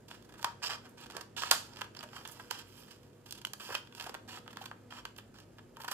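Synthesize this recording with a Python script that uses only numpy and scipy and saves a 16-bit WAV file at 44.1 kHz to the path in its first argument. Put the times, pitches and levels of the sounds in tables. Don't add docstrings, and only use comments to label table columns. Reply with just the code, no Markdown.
import sys
import numpy as np
from scipy import signal
from scipy.fft import rfft, irfft, next_fast_len
from scipy.io import wavfile
from scipy.ndimage import uniform_filter1d, map_coordinates

SR = 44100
rng = np.random.default_rng(int(sys.argv[2]) if len(sys.argv) > 2 else 0)


def unload_audio(sound):
    columns = np.transpose(np.atleast_2d(sound))
    steps = np.round(np.clip(columns, -1, 1) * 32767)
    wavfile.write(sys.argv[1], SR, steps.astype(np.int16))


def ratio(d):
    e = np.asarray(d, float) / 20
    return 10 ** e


N = 261720

SIDES = np.array([[1], [-1]])


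def unit(x):
    return x / np.sqrt(np.mean(x ** 2) + 1e-20)


def along(points, hz):
    f, value = np.transpose(points)
    return np.interp(np.log(hz + 1), np.log(f + 1), value)


def wobble(rate):
    knots = rng.standard_normal(int(N * rate / SR) + 4)
    return map_coordinates(knots, [np.arange(N) * rate / SR])


def filtered(x, response):
    size = next_fast_len(N + SR // 2)
    hz = np.fft.rfftfreq(size, 1 / SR)
    return irfft(rfft(x, size) * response(hz), size)[..., :N]


def resonant(x, modes):
    def response(f):
        h = 0
        for k, (centre, width, db) in enumerate(modes):
            damping = 1j * f * width
            h = h + (-1) ** k * ratio(db) * damping / (centre * centre - f * f + damping)
        return h / np.sqrt(np.mean(abs(h) ** 2))
    return filtered(x, response)


def spread(blade_db, boom_db, fizz_db, tip_db):
    pivot = 1 / np.sqrt(1 + ratio(tip_db) ** 2)
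    return ratio(blade_db) * np.array([pivot, pivot * ratio(tip_db), ratio(boom_db), ratio(fizz_db)])


def shear():
    # t/s, tip over pivot level/dB
    bite = [(.63, 0.5), (.68, 3), (.72, 0.5), (1.37, -3.5), (1.405, 4.5), (1.48, 2), (2.6, 1.5),
            (3.3, -1.5), (3.61, -3), (3.64, 1.5), (3.7, 0), (3.77, 2), (3.9, -1), (5.9, 2.5)]
    now = np.arange(N) / SR
    strengths = np.minimum(rng.exponential(size=N), 5)
    sizes = ratio(3.1 * strengths + 0.7 * wobble(70) + 1.8 * wobble(450))
    fibres = unit(sizes * rng.standard_normal(N))
    coarse = now[::16]
    controls = [np.interp(now, coarse, curve) for curve in strokes(coarse)]
    tip_db = np.interp(now, *np.transpose(bite))
    return spread(*controls, tip_db) * fibres


def strokes(now):
    # start t/s, length/s, level/dB, easing/dB, sheet boom over blades level/dB
    cuts = [(0.624, 0.058, -41, 0, -6), (0.693, 0.066, -44.5, -7, 2.5), (0.971, 0.075, -61.5, 5.5, -1.5),
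            (1.364, 0.044, -41.5, -2, -7.5), (1.41, .09, -44, -3, -3.5), (2.502, 0.12, -50.5, -8, -2.5),
            (3.255, 0.14, -69, 3, -3), (3.597, 0.09, -52.5, 1, -5), (3.687, .095, -53, 0, 0),
            (4.277, .11, -52.5, -0.5, -3.5), (4.903, 0.1, -61, 6.5, 1), (5.34, 0.096, -62, -8.5, -1.5)]
    # peak t/s, rise/s, fall/s, level/dB, sheet boom over blades level/dB
    rubs = [(.11, 0.022, 0.11, -55.5, -1.5), (.4, 0.13, 0.25, -68, 8), (0.462, 0.0097, 0.065, -60.5, 17.5),
            (0.638, 0.008, 0.01, -60, 13), (0.858, 0.044, 0.039, -58.5, 4.5), (1.151, .06, 0.13, -59, 6.5),
            (1.522, 0.0066, 0.052, -43.5, 9.5), (1.522, 0.0055, 0.13, -41, -4),
            (1.8, 0.25, 0.066, -58.5, 0), (1.98, 0.027, 0.31, -67, 4), (2.158, 0.063, 0.13, -55, 1),
            (2.36, 0.48, 0.45, -62.5, 0.5), (2.791, 0.34, 0.31, -61.5, -4.5), (2.92, 0.072, 0.067, -59, -4),
            (3.05, 0.3, 0.354, -83, -1), (3.77, .01, 0.15, -75, 16.5), (3.97, 0.045, .1, -55.5, -14),
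            (4.03, 0.11, 0.18, -56.5, 4), (4.631, 0.27, 0.091, -65, 5.5), (5.8, 0.042, 0.13, -71, 14.5),
            (5.93, .06, 0.05, -47, 2.5)]
    bite_s, let_go_s = 0.0042, 0.021
    cut_fizz_db, boom_grows_db = -12, -3.5
    rub_depth_db, rub_fizz_db = 22.5, -10
    rest_db, rest_boom_db, rest_fizz_db = -80.5, 5, 0

    rest_power = np.full(len(now), ratio(rest_db) ** 2)
    power = np.outer(ratio([0, rest_boom_db, rest_fizz_db]) ** 2, rest_power)
    for s, length_s, db, ease_db, boom_db in cuts:
        done = np.clip((now - s) / length_s, 0, 1)
        level_db = db + ease_db * done - 60 * np.maximum(now - s - length_s, 0) / let_go_s
        shares_db = [0 * done, boom_db + boom_grows_db * (done - .5), cut_fizz_db + 0 * done]
        bite = np.clip((now - s) / bite_s + .5, 0, 1) ** 2
        power = power + (bite * ratio(level_db + shares_db)) ** 2
    for s, rise_s, fall_s, db, boom_db in rubs:
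        away = np.maximum((s - now) / max(rise_s, .002), (now - s) / max(fall_s, .002))
        level_db = db - rub_depth_db * away
        power = power + np.outer(ratio([0, boom_db, rub_fizz_db]) ** 2, ratio(level_db) ** 2)
    blade_db, sheet_db, edge_db = 10 * np.log10(power)
    return blade_db, sheet_db - blade_db, edge_db - blade_db


def snaps():
    crack, burst_late_s = 9, .0009
    force = np.zeros((4, N + SR))
    t = np.arange(SR // 16) / SR
    for s, db, boom_db, fizz_db, tip_db, length_ms in breaks():
        hold = max(length_ms, .3) / 1000
        lead = .0002 + .5 * hold
        after = np.maximum(t - lead - 0.57 * hold, 0)
        fall = ratio(-60 * after / (0.0048 + 4.2 * hold))
        rattle = 0.048 * ratio(-60 * after / 0.035)
        shape = np.clip(t / lead, 0, 1) ** 2 * (fall + rattle)

        grains = ratio(2.67 * rng.exponential(size=len(t))) * rng.standard_normal(len(t))
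        grains[round(lead * SR)] = crack * min(1, 0.0024 / hold)
        grains /= np.sqrt(np.sum((shape * grains) ** 2) / np.sum(shape ** 2))

        fade = (1 - t / t[-1]) ** 2
        burst = spread(db, boom_db, fizz_db, tip_db)[:, None] * evened(shape * grains) * fade
        start = round((s + burst_late_s - min(lead, .0008 + .3 * hold)) * SR)
        force[:, start:][:, :len(t)] += burst
    return force[:, :N]


def breaks():
    # t/s, level/dB, sheet boom over blades level/dB, tip over pivot level/dB, length/ms
    snips = [(0.1119, -41, 2, -12, 1.25), (0.4272, -36, -1, 3, 0.8), (0.4438, -24.5, 0.5, 0, 1.63),
             (1.1659, -34, -1.5, 3, 1.6), (1.2102, -41.5, -0.5, 5, 3.4), (1.42, -32, -2.5, -3, 1.9),
             (1.4338, -32.5, 3.5, -2, 1.4), (1.5118, -7.5, -9, 6, .8), (1.816, -30, 2, -6, 0.95),
             (2.275, -45, -4, 13.5, 0.95), (2.509, -28.5, -0.5, 2, 1.97), (3.3081, -38, -19, 5, 1.44),
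             (3.3234, -35.5, -13, 5.5, 1.86), (3.45, -32, -10, 5, 0.81), (3.5333, -34.5, -5, 7, 1.35),
             (3.743, -39, 3, -4, 5.4), (3.7499, -23.5, -5.5, -6.5, 1.66), (3.9974, -37.5, -4, -5.5, 4),
             (4.0088, -35.5, -2, -2, 1.18), (4.5698, -37.5, 5, -2.5, 0.81), (4.6557, -39.5, -3, -2, 1.25),
             (5.052, -33, 0.5, -2, 0.84), (5.8786, -38, 3.5, -1, 7.4), (5.9128, -34, 0.5, 3, 6.5)]
    chatter = [(.245, -62, 4, 5, 11), (0.322, -56, -1, 1, 4), (0.354, -60, 5, -5, 3.6),
               (0.618, -54, 9, -2, 3), (1.059, -51, 5.5, 2, 2.2), (1.108, -46, -3, 2, 2.7),
               (1.148, -54, 1, 4, 3.1), (1.177, -53, 10, 6, 2.6), (1.2084, -44.5, -2, -1, 1.1),
               (1.418, -40, 2, 2, 2.1), (1.461, -43, 4, 0, 2.9), (1.509, -28, -1, 7, 1.9),
               (1.5154, -31, 11.5, -8, 1), (1.522, -32.5, 7, 5, 1.5), (1.5301, -39, 3, 0, 1.3),
               (2.1646, -43.5, 9.5, -4, 0.55), (2.284, -52, 2, 8, 8.5), (2.409, -64, 4, 4, 1.07),
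               (3.7335, -54, -10, 2, 1.7), (3.761, -51, 9, -4, 3.2), (3.769, -52, 5, 2, 2.5),
               (4.0682, -44, -4, 4, 1.5), (4.072, -53, 6, -4, 2.1), (4.1479, -38.5, 4.5, -5, 0.86),
               (4.626, -57.5, 7, -5, 2.8), (4.6591, -38, -4.5, -2, 1.4), (4.587, -56, 3, -6, 3.6),
               (1.785, -54, 2.5, 1.5, 1.7), (1.964, -51, 0.5, 1, 2.6), (1.985, -62, -9, 4, 1.6),
               (2.013, -56, -2, -11, 2), (1.8135, -47, 0.5, -7, 0.97), (4.506, -52, -4, -10, 3),
               (4.559, -54, -8, -6, 3.4), (4.678, -58, -1, -7, 3), (4.62, -49, -6, 3, 3.8)]
    # t/s, level/dB, tip over pivot level/dB
    slips = [(1.734, -48, 10), (1.759, -46, 5), (1.769, -42.5, -3), (1.9485, -45.5, -1), (1.969, -41.5, 4),
             (1.99, -42, 10), (2.0067, -42, -3), (2.088, -51.5, -5), (2.18, -50, -8), (3.8716, -49.5, -5),
             (3.9236, -48.5, -9)]
    # boom level/dB, fizz level/dB, length/ms
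    slip = (-3.5, -16, 1.4)
    # t/s, level/dB, length/ms
    ticks = [(.0814, -51.5, 7.3), (.223, -58.5, 4), (.3782, -54.5, 17), (.412, -51, 13), (3.03, -62, 6.3),
             (3.065, -68, 4.8), (.9788, -55, 7.5), (1.0401, -54, 2.6), (1.0646, -47, 1.5),
             (1.1195, -51, 4.5), (3.13, -67, 3), (2.3212, -56, 5.9), (2.5845, -46.5, 13.8),
             (2.9088, -52, 6.6), (3.2587, -51, 10), (3.284, -55, 12), (3.349, -51, 9.6), (3.3748, -49, 14),
             (3.4145, -48, 3.5), (3.4688, -39.5, 1.34), (3.5993, -66, 3.9), (3.6071, -48, 1.6),
             (3.949, -43.5, 1.1), (4.0232, -41, 1.4), (4.0403, -42.5, 2.1), (4.5074, -55, 7.1),
             (2.96, -60, 2.2), (5.1622, -52, 4.1), (5.4003, -52, 2.2), (5.8152, -48, 5.3)]
    # boom level/dB, fizz level/dB, tip level/dB
    tick = (-6.5, -7, -0.11)
    # t/s, level/dB, length/ms
    creases = [(.1407, -56, 9.9), (.289, -58.5, 9.6), (.3382, -56.5, 7.4), (.3926, -53.5, 3.4),
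               (1.099, -48.5, 4.8), (1.789, -50, 3.1), (1.809, -43, 4.5), (1.8413, -52.5, 6.8),
               (2.0275, -45.5, 3.9), (2.035, -46.5, 4.3), (2.879, -59.5, 6.6), (3.722, -44.5, 7.5),
               (3.972, -55, 14), (4.063, -46.5, 3.8), (4.0925, -44.5, 3.1), (4.1415, -42, 3),
               (4.2895, -53.5, 5), (4.5285, -53.5, 5.5), (4.6388, -52.5, 4.1), (5.187, -57.5, 16),
               (5.3844, -55.5, 2.8), (5.768, -49, 1.5), (5.8008, -50.5, 7.6), (5.835, -48, 1.4),
               (5.8435, -44.5, 6.4)]
    # boom level/dB, fizz level/dB, tip level/dB
    crease = (4.8, -6.5, -2)
    # t/s, level/dB, length/ms, sheet boom level/dB
    buckles = [(0.7051, -35, 3.7, -13), (0.732, -39, 4.3, -14), (2.13, -52.5, 4.3, 7.5),
               (2.1628, -46, 3.04, 2), (2.211, -53, 2, 5), (2.25, -42, 7.3, 0.5), (2.294, -53, 5.5, 0),
               (2.394, -50, 10.6, 7.5), (3.6988, -51, 15, 12), (4.345, -60, 5.2, 13),
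               (4.3707, -50.5, 3.7, 8.5), (4.459, -63.5, 6.4, 12), (4.477, -40, 0.44, 3),
               (4.6125, -46, 8.6, -9), (4.7129, -46.5, 0.56, 13.5), (4.9058, -49, 5, -3),
               (4.9221, -47.5, 2.76, 8), (4.9754, -58.5, 16.7, 12), (5.183, -41, 2.34, -3),
               (5.583, -50.5, 2, 1), (5.59, -56.5, 3.4, 8)]
    # fizz level/dB, tip level/dB
    buckle = (-15.5, -7)

    rows = []
    for s, db, boom_db, tip_db, ms in snips + chatter:
        fizz_db = -9.5 + 0.99 * tip_db
        rows.append((s, db, boom_db, fizz_db, tip_db, ms))
    for s, db, tip_db in slips:
        rows.append((s, db, *slip[:2], tip_db, slip[2]))
    for table, colour_db in ((ticks, tick), (creases, crease)):
        rows += [(s, db, *colour_db, ms) for s, db, ms in table]
    for s, db, ms, boom_db in buckles:
        rows.append((s, db, boom_db, *buckle, ms))
    return rows


def evened(burst):
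    z = rfft(burst)
    local_power = uniform_filter1d(abs(z) ** 2, size=25)
    flat = irfft(z / np.sqrt(local_power + 1e-12), len(burst))
    return flat * np.linalg.norm(burst) / np.linalg.norm(flat)


def card(force):
    # f/Hz, width/Hz, level/dB
    pivot_modes = [(2627, 437, -3.5), (3267, 300, 3.6)]
    # f/Hz, width/Hz, level/dB
    tip_modes = [(4710, 647, 1.63), (5260, 1450, -4.5)]
    # f/Hz, width/Hz, level/dB
    sheet_modes = [(620, 340, -9), (1035, 218, 3), (1260, 480, -1), (1690, 342, 0)]
    # f/Hz, width/Hz, level/dB
    fibre_modes = [(6510, 1330, -1), (10210, 2830, 0), (11500, 2230, 1), (15430, 4100, -8.5)]

    def closing(top_hz):
        return lambda f: 1 / (1 - (f / top_hz) ** 2 + 1j * np.sqrt(2) * f / top_hz)

    pivot, tip, sheet = map(bending, force, (pivot_modes, tip_modes, sheet_modes))
    edge = resonant(force[3], fibre_modes)
    return filtered(pivot + tip, closing(6800)) + filtered(sheet, closing(2300)) + edge


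def bending(x, modes):
    bend, bend_rate = .022, 6
    share = .5 + .5 * np.tanh(wobble(bend_rate))

    def tuned(by):
        return [(hz * by, width_hz, db) for hz, width_hz, db in modes]

    return resonant(x * share, tuned(1 + bend)) + resonant(x * (1 - share), tuned(1 - bend))


def singing(force):
    # f/Hz, width/Hz, level/dB
    pivot_steel = [(2440, 110, -1.5), (2942, 250, -1), (3264, 160, -0.5)]
    # f/Hz, width/Hz, level/dB
    tip_steel = [(4938, 257, 4), (5560, 215, -2), (7200, 400, -4), (10000, 120, -12.5)]
    # f/Hz, width/Hz, level/dB
    spans = [(734, 50, -6.5), (936, 22, 3.5), (1023, 35, 1), (1117, 13, 1.5), (1265, 50, -1),
             (1586, 49.2, -7.5)]
    narrow = map(resonant, force, (pivot_steel, tip_steel, spans))
    return sum(ratio(db) * part for db, part in zip((-5, -1.5, -3), narrow))


def rings():
    # t/s, f/Hz, peak level/dB, t60/s
    freed = [(.4438, 995, -19.5, 0.037), (0.445, 1480, -43, 0.012), (1.4346, 1210, -16, 0.01),
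             (1.5122, 8100, -20, 0.0022), (1.5113, 4870, -19, .005), (1.5113, 2880, -17, 0.0069),
             (1.5115, 902, -21.5, 0.02), (1.5175, 982, -20.5, 0.034), (2.036, 600, -47, 0.17),
             (4.613, 783, -37, 0.063), (1.5165, 1156, -29, 0.051), (1.969, 4900, -36.5, 0.0099),
             (1.991, 4840, -35.5, 0.018), (3.45, 2980, -18.5, 0.008), (3.449, 1390, -22.5, 0.0075),
             (.452, 940, -35, .2), (4.713, 1253, -34.5, 0.014), (5.0528, 1305, -38, 0.016),
             (5.7688, 930, -41, .1), (5.801, 915, -44, .12), (5.8445, 929, -39, .1),
             (5.8845, 1570, -27, .014), (5.885, 4900, -33, .008), (5.9155, 1680, -31, .02),
             (5.82, 4800, -39, .009), (5.815, 3200, -45, .02), (5.763, 3000, -49, .015),
             (3.7512, 2950, -24, .007), (3.7495, 1000, -28, .02), (3.724, 1340, -36, .04),
             (3.701, 1100, -38, .03), (3.607, 3300, -41, .014), (3.998, 3100, -37, .011),
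             (3.999, 4500, -37, .009), (4.009, 3150, -39, .009), (4.009, 4450, -38, .008),
             (4.0715, 851, -31, .018), (4.0925, 834, -38, .025), (4.065, 3200, -41, .011),
             (4.095, 4800, -39, .012), (4.041, 3000, -43, .011), (4.659, 3240, -41, .011),
             (4.66, 5400, -44, .008), (4.505, 2880, -46, .015), (2.252, 2900, -43, .014),
             (2.276, 3200, -45, .011), (2.397, 1500, -44, .018), (2.1655, 1500, -43, .011),
             (1.517, 1330, -24, .018), (5.7686, 1250, -34, .012)]
    beat = 0.059
    out = np.zeros(N + SR)
    t = np.arange(SR // 8) / SR
    for s, hz, db, t60 in freed:
        pair = np.sin(2 * np.pi * hz * t) + 0.5 * np.sin(2 * np.pi * hz * (1 + beat) * t)
        onset = 1 - np.exp(-(t * hz) ** 2)
        out[round(s * SR):][:len(t)] += ratio(db - 60 * t / t60) * pair * onset
    return out[:N]


def thumps():
    # t/s, level/dB
    pushes = [(1.166, -45.5), (2.508, -46), (3.693, -44), (3.707, -43.5), (3.747, -50), (4.066, -44),
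              (4.097, -40.5), (4.151, -50), (1.152, -46.5), (1.179, -49), (5.051, -50)]
    # f/Hz, width/Hz, level/dB
    flap = [(360, 200, 0), (650, 410, -0.5)]
    force = np.zeros(N + SR)
    push = np.hanning(420) ** 2
    for s, db in pushes:
        ragged = evened(push * rng.standard_normal(len(push)))
        force[round(s * SR) - len(push) // 2:][:len(push)] += ratio(db + 3) * ragged
    return resonant(resonant(force[:N], flap), [(576, 1200, 0)]) * ratio(-9.0)


def slides():
    # middle t/s, length/s, level/dB
    hisses = [(2.324, 0.032, -57), (1.524, 0.06, -49.5), (1.575, 0.086, -56), (1.641, .14, -66),
              (2.357, 0.6, -70), (2.698, 0.073, -72), (4.64, 0.14, -68), (2.795, 0.17, -66),
              (3.28, 0.05, -69.5), (3.684, 0.25, -57.5), (4.016, .14, -63), (.895, .008, -68),
              (.88, .3, -76), (1.01, .02, -62), (5.92, .03, -52), (5.184, 0.017, -54), (5.832, 0.088, -64)]
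    # f/Hz, width/Hz, level/dB
    hiss_modes = [(6500, 3400, -2.5), (9450, 3200, 2), (13700, 2700, 1)]
    now = np.arange(N) / SR
    swell = sum(ratio(db) * np.exp(-2 * ((now - s) / length_s * 2) ** 2) for s, length_s, db in hisses)
    return resonant(swell * ratio(3.5 * wobble(200)) * rng.standard_normal(N), hiss_modes)


def facing(x):
    # t/s, treble level/dB
    angle = [(0, 2), (.5, 2), (.61, -4), (.8, -3), (1.3, -2), (1.7, -2.5), (2, 1), (2.6, 2), (3.3, 3),
             (3.6, 1), (4.3, 2), (5.1, 0), (5.7, 3), (5.93, 6)]
    s, treble_db = np.transpose(angle)
    treble = filtered(x, lambda f: 1 / (1 + (9500 / (f + 1)) ** 6))
    return x + (ratio(np.interp(np.arange(N) / SR, s, treble_db)) - 1) * treble


def ports(x):
    # t/s, left-right level/dB
    drift = [
        (0.0, -4),
        (1.0, -4.5),
        (1.44, -6),
        (1.5, 0),
        (1.7, -5),
        (2.6, -5.5),
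        (3.4, -3),
        (4.1, -4.5),
        (5.93, -2.5),
    ]
    s, pan_db = np.transpose(drift)
    pan_db = np.interp(np.arange(N) / SR, s, pan_db)
    return shaded(x, 1.0, 4.6 / SR) * ratio(SIDES * pan_db / 2)


def shaded(x, share, lag):
    # f/Hz, left-right level/dB
    shade = [(200, -9), (800, 6), (1500, 3), (3000, -4), (6800, -9), (8300, -11.5), (10600, -50.5),
             (15000, -16.5)]

    def response(hz):
        gain = ratio(SIDES * share * along(shade, hz) / 2)
        delay = np.exp(-1j * np.pi * hz * lag * SIDES)
        return gain / np.sqrt(np.mean(gain ** 2, axis=0)) * delay
    return filtered(x, response)


def room(x):
    # f/Hz, t60/s
    decay = [(300, 0.5), (600, .3), (1000, 0.3), (3000, 0.31), (6000, .31), (9000, 0.28), (12000, .24),
             (15000, 0.18)]
    out = np.zeros((2, N + SR))
    step = SR // 8
    for at in range(0, N, step):
        hz, t, z = signal.stft(rng.standard_normal((2, SR // 2)), SR, nperseg=128)
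        walls = ratio(-60 * t / along(decay, hz)[:, None]) * (1 - np.exp(-t / 0.00099))
        near = 1.66 * ratio(-60 * t / 0.019)
        tail = signal.istft(z * (walls + near), SR, nperseg=128)[1]
        answer = signal.fftconvolve(x[:, at:at + step], tail / np.linalg.norm(tail[0]), axes=1)
        out[:, at + 30:at + 30 + answer.shape[1]] += answer
    return out[:, :N]


def air():
    # f/Hz, level per Hz/dB
    noise = [(15, -45.5), (25, -24), (53, -13), (111, -3.5), (232, -4), (313, -3.5), (496, -6.5),
             (831, -17), (952, -20.5), (1220, -23), (8370, -37.5), (12200, -45.5), (15200, -56),
             (16500, -60.5)]
    # f/Hz, correlation
    alike = [(30, .4), (60, 0.73), (130, 0.79), (290, 0.91), (640, 0.27), (1410, 0.43), (3100, 0.97),
             (6820, 0.13), (15000, -0.16)]
    # f/Hz, left-right level/dB
    balance = [(60, 0.6), (180, 0.5), (550, -1), (1650, -5), (4970, 2), (15000, -1.5)]
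    # f/Hz, width/Hz, level/dB
    appliance = [(56, 14, -72), (108, 14, -69), (135, 9, -67.5), (207, 6, -70), (241.5, 4, -66),
                 (361, 5, -74), (484, 3, -71)]

    def mid_side(hz):
        angle = np.arccos(np.clip(along(alike, hz), -1, 1)) / 2
        return ratio(along(noise, hz)) * [np.cos(angle), np.sin(angle)]

    mid, side = filtered(rng.standard_normal((2, N)), mid_side)
    pair = filtered(np.array([mid + side, mid - side]), lambda hz: ratio(SIDES * along(balance, hz) / 2))

    hum = 0
    for hz, width_hz, db in appliance:
        band = filtered(rng.standard_normal(N), lambda f: 1 / (1 + (2 * (f - hz) / width_hz) ** 2))
        hum = hum + ratio(db) * unit(band)

    motor_hz, wander_hz, motor_db, sway_db = 105.5, 3.5, -65, 2.5
    turns = np.cumsum(motor_hz + wander_hz * wobble(6)) / SR
    drone = ratio(motor_db + sway_db * wobble(9)) * np.sqrt(2) * np.sin(2 * np.pi * turns)
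    return ratio(-57.5 + .8 * wobble(3)) * unit(pair) + hum + drone


def scene():
    steady, sudden = shear(), snaps()
    sound = card(ratio(2.0) * steady + sudden) + singing(steady + ratio(-8) * sudden)
    sound = sound + thumps() + slides()
    spans = rings()
    direct = ports(facing(sound) + spans)
    answer = room((sound + ratio(-7) * spans)[None])
    return direct + ratio(-6.5) * shaded(answer, 0.45, 0) + air()


def roll_off(x):
    return signal.sosfilt(signal.butter(12, 16850, fs=SR, output="sos"), x)


def record(dry):
    # f/Hz, level/dB
    top = [(15200, -2), (15700, -15), (16000, -31), (16800, -36.5)]
    rounded = dry / (1 + abs(dry / .95) ** 4) ** (1 / 4)
    return roll_off(filtered(rounded, lambda hz: ratio(along(top, hz))))


dry = scene()
out = record(dry)
unload_audio(out)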